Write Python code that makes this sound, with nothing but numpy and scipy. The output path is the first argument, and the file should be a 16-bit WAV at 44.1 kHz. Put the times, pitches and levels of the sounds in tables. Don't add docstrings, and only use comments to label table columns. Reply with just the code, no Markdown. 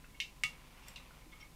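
import sys
import numpy as np
from scipy import signal
from scipy.fft import rfft, irfft
from scipy.io import wavfile

SR = 44100
rng = np.random.default_rng(int(sys.argv[2]) if len(sys.argv) > 2 else 0)


def natural_amplitude(level_db):
    exponent = np.asarray(level_db, float) / 20
    return 10 ** exponent


def output_pcm(signal):
    pcm = np.clip(np.atleast_2d(signal).T, -1, 1) * 32767
    wavfile.write(sys.argv[1], SR, np.round(pcm).astype(np.int16))


N = 68355


def rms_one(x):
    return x / np.sqrt(np.mean(x ** 2) + 1e-20)


def at_hz(points, hz):
    points = np.array(points)
    return np.interp(np.log(hz), np.log(points[:, 0]), points[:, 1])


def drift(rate_hz):
    every, warm_up = 40, 2000
    r = np.exp(-2 * np.pi * rate_hz * every / SR)
    noise = rng.standard_normal(N // every + 2 + warm_up)
    slow = rms_one(signal.lfilter([1], [1, -2 * r, r * r], noise)[warm_up:])
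    return np.interp(np.arange(N) / every, np.arange(len(slow)), slow)


def ring(clicks, hz, t60):
    r = natural_amplitude(-60 / (t60 * SR))
    w = 2 * np.pi * hz / SR
    return signal.lfilter([0, np.sin(w)], [1, -2 * r * np.cos(w), r * r], clicks + 1e-18)


def bands(x, gain):
    edges = 16 * 2 ** np.arange(0, 10.1, 1 / 3)
    total = 0
    for k, (low, high) in enumerate(zip(edges, edges[1:])):
        band = signal.butter(2, [low, high], "band", fs=SR, output="sos")
        total = total + gain(np.sqrt(low * high)) * signal.sosfilt(band, x[k % len(x)])
    return total


def colour(x, spectrum):
    hz = np.maximum(np.arange(len(x) // 2 + 1) * SR / len(x), 1)
    return irfft(rfft(x) * natural_amplitude(at_hz(spectrum, hz)), len(x))


def air():
    # f/Hz, level/dB
    air_spectrum = [(15, -3), (70, -4.5), (150, -3.5), (700, -17.5), (2600, -24), (3600, -21.5),
                    (13300, -27), (16300, -31)]
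    air_db = -61.5
    # f/Hz, rms level/dB
    hum_lines = [(28, -63.5), (50, -64.5), (150, -72.5), (165, -76.5), (250, -77), (1014, -76.5)]
    wobble_db = 0.5
    t = np.arange(N) / SR
    hum = np.zeros(N)
    for hz, db in hum_lines:
        level = np.sqrt(2) * natural_amplitude(db + wobble_db * drift(4.5))
        hum += level * np.sin(2 * np.pi * hz * t + 0.89 * drift(3.9))
    return natural_amplitude(air_db) * rms_one(colour(rng.standard_normal(N), air_spectrum)) + hum


def rustle():
    # t/s, level/dB
    pressure = [(0, -68), (.2, -70.5), (.4, -66), (.55, -61), (.68, -64), (.78, -61), (.84, -59.5),
                (.92, -58), (1.0, -59), (1.1, -62.5), (1.2, -62), (1.28, -70), (1.4, -62.5), (1.55, -71.5)]
    # f/Hz, level/dB
    skin_spectrum = [(240, -35), (400, -20), (507, 1), (575, -7), (1020, -0.5), (1590, -9.5), (2290, -2),
                     (6000, -21), (7800, -41), (13200, -120)]
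    trim_db, grains_per_s = -2, 4000
    s, db = np.transpose(pressure)
    grains = (rng.random(N) < grains_per_s / SR) * rng.standard_normal(N)
    band = signal.butter(2, [500, 5000], "band", fs=SR, output="sos")
    level_db = np.interp(np.arange(N) / SR, s, db) + trim_db + 0.75 * drift(10.3)
    return natural_amplitude(level_db) * rms_one(signal.sosfilt(band, colour(grains, skin_spectrum)))


def scratches():
    # t/s, length/s, level/dB, centre f/Hz, spread/octaves
    strokes = [(0.038, 0.0076, -59.5, 2140, .2), (0.094, 0.011, -62.5, 2230, .15),
               (0.144, 0.0065, -56.5, 2340, 0.23), (0.156, 0.013, -64, 2800, 0.19),
               (0.593, 0.012, -62.5, 2820, 0.68), (0.825, 0.019, -55.5, 2770, 0.19),
               (0.859, 0.051, -60, 8000, 1.5), (.882, 0.0041, -48, 8000, 1.05),
               (0.816, 0.091, -55, 4600, .5), (0.882, .01, -50, 1980, 0.088),
               (1.207, 0.024, -64, 2200, .15), (1.32, 0.017, -51.5, 2020, 0.17),
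               (1.316, 0.031, -52.5, 3400, 0.19), (1.32, 0.023, -47.5, 1250, 0.18),
               (1.382, 0.031, -62, 2220, .1), (1.397, 0.031, -53.5, 3120, 0.37),
               (1.4, 0.024, -47, 5380, 0.064), (1.407, 0.017, -56, 1250, 0.22),
               (1.412, 0.027, -54.5, 2220, 0.054), (1.494, 0.024, -73, 2200, .1)]
    lid_hz = [1250, 1990, 2125, 2212, 2690, 2800, 3150, 3530, 4800, 5510, 7610, 8090, 11600, 13800]
    # level/dB, t60/s
    lid_modes = [(-11, .06), (-6, .03), (-3, .035), (0, .065), (-6, .05), (-4, .07), (-8, .025), (-8, .035),
                 (-10, .012), (-3, .02), (-8, .011), (-7, .01), (-9, .007), (0, .009)]
    slips_per_s, scrape_db = 3600, -8
    t = np.arange(N) / SR
    slips = (rng.random(N) < slips_per_s / SR) * rng.standard_normal(N)
    swells = []
    for s, length, *_ in strokes:
        arch = np.sin(np.pi * np.clip((t - s) / length, 0, 1)).clip(0)
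        swells.append(np.sqrt(arch / (length * slips_per_s)))

    def force(hz):
        total = np.zeros(N)
        for swell, (_, _, db, centre_hz, spread) in zip(swells, strokes):
            total += natural_amplitude(db - 6 * (np.log2(hz / centre_hz) / spread) ** 2) * swell
        return total

    out = 10 * natural_amplitude(scrape_db) * bands(rng.standard_normal((2, N)), force)
    for hz, (mode_db, t60) in zip(lid_hz, lid_modes):
        own_slips = np.roll(slips, rng.integers(N))
        out += ring(2 * natural_amplitude(mode_db) * force(hz) * own_slips, hz, t60)
    return out


def taps():
    # t/s, peak level/dB, f/Hz, t60/s
    knocks = [
        (.044, -45.5, 1480, 0.0097),
        (0.0471, -51.5, 2650, 0.026),
        (.936, -53, 11200, .002),
        (1.109, -48, 1430, 0.017),
        (1.265, -51.5, 321, 0.045),
        (0.438, -50.5, 168, 0.17),
        (.44, -51.5, 118, 0.23),
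    ]
    samples = np.arange(N)
    return sum(ring(natural_amplitude(db) * (samples == int(s * SR)), hz, t60) for s, db, hz, t60 in knocks)


def snaps():
    # t/s, peak level/dB, crack level/dB, room level/dB
    slip_offs = [
        (0.2014, -25.5, -6, 8.5),
        (0.4356, -19.5, -9.5, 2.5),
        (.9589, -38, -10.5, 8),
    ]
    pitches_a = [2361, 1880, 2180, 2229, 2482, 2700, 2800, 3022, 3186, 3620, 3850, 2846, 2600, 5300]
    pitches_b = [1252, 1987, 2180, 2228, 2286, 2640, 2731, 2800, 2963, 3403, 3528, 2400, 4650, 950]
    pitches_c = [2530, 2680, 2800, 3200, 3550, 3850, 4100, 5100, 6000]
    # level/dB, t60/s
    modes_a = [(-12, .09), (-15, .05), (-1, .05), (-11, .1), (-10, .1), (-3, .1), (-6, .08), (-6, .09),
               (-10, .07), (-10, .08), (-12, .07), (-7, .09), (0, .02), (-9, .015)]
    modes_b = [(-18, .12), (-10, .06), (-10, .06), (0, .09), (-14, .08), (-14, .09), (-7, .12), (-10, .15),
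               (-15, .08), (-20, .14), (-17, .12), (-2, .02), (-13, .015), (-19, .02)]
    modes_c = [(-16, .12), (-10, .14), (0, .05), (-12, .06), (-8, .07), (-7, .07), (-9, .06), (-14, .03),
               (-13, .03)]
    # f/Hz, level/dB
    crack_a = [(900, -30), (1600, -24), (2200, -7), (3500, 3), (5500, -1), (9000, -15.5), (11000, -21),
               (14000, -22)]
    crack_b = [(400, -7.5), (800, -1.5), (1600, -21), (3000, 10.5), (5000, 10.5), (9000, 4), (11500, -4.5),
               (14000, -12)]
    crack_c = [(1500, -41), (2400, -15), (3800, 1), (6000, -6), (9000, -15), (14000, -22)]
    low_cuts = [1850, 580, 2400]
    crack_t60_s, onset_s, ring_room_db = 0.022, 0.00035, -14
    grips = zip(slip_offs, (pitches_a, pitches_b, pitches_c), (modes_a, modes_b, modes_c),
                (crack_a, crack_b, crack_c), low_cuts)
    out, feed = np.zeros(N), np.zeros(N)
    t = np.arange(SR // 3) / SR
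    onset = 1 - np.exp(-t / onset_s)
    for (s, db, crack_db, room_db), pitches, modes, crack, cut_hz in grips:
        tone = sum(natural_amplitude(mode_db) * ring(1. * (t == 0), hz, t60) for hz, (mode_db, t60) in zip(pitches, modes))
        thin = signal.butter(4, cut_hz, "high", fs=SR, output="sos")
        tone = signal.sosfilt(thin, onset * tone)
        tone = natural_amplitude(db) * tone / np.abs(tone).max()
        burst = rms_one(colour(rng.standard_normal(len(t)), crack))
        burst = burst * onset * natural_amplitude(db + crack_db - 60 * t / crack_t60_s)
        click = colour(1. * (np.arange(len(t)) == 40), crack)
        click = natural_amplitude(db) * click / np.sqrt(np.sum(click ** 2))
        i = int(s * SR)
        out[i:i + len(t)] += tone + signal.sosfilt(thin, burst)
        feed[i:i + len(t)] += natural_amplitude(room_db) * (click + natural_amplitude(ring_room_db) * tone)
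    return out, feed


def room(x):
    # f/Hz, t60/s
    decay = [(700, 0.34), (2500, 0.2), (6000, 0.21), (14000, 0.23)]
    gap_s = 0.006
    t = np.arange(SR // 3) / SR
    tail = bands(rng.standard_normal((2, len(t))), lambda hz: natural_amplitude(-60 * t / at_hz(decay, hz)))
    tail = tail * np.clip(t / gap_s, 0, 1) ** 2
    return signal.fftconvolve(x, tail / np.sqrt(np.sum(tail ** 2)))[:N]


def scene():
    touch_room_db = -6
    snap, snap_feed = snaps()
    touch = scratches() + taps()
    echo = room(snap_feed + natural_amplitude(touch_room_db) * touch)
    return (snap + touch + echo + rustle() + air())[None]


def roll_off(x):
    return signal.sosfilt(signal.butter(12, 16450, fs=SR, output="sos"), x)


def record(dry):
    cutoff_hz = 16300
    low_pass = signal.cheby2(12, 50, cutoff_hz, fs=SR, output="sos")
    return roll_off(signal.sosfilt(low_pass, dry))


dry = scene()
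out = record(dry)
output_pcm(out)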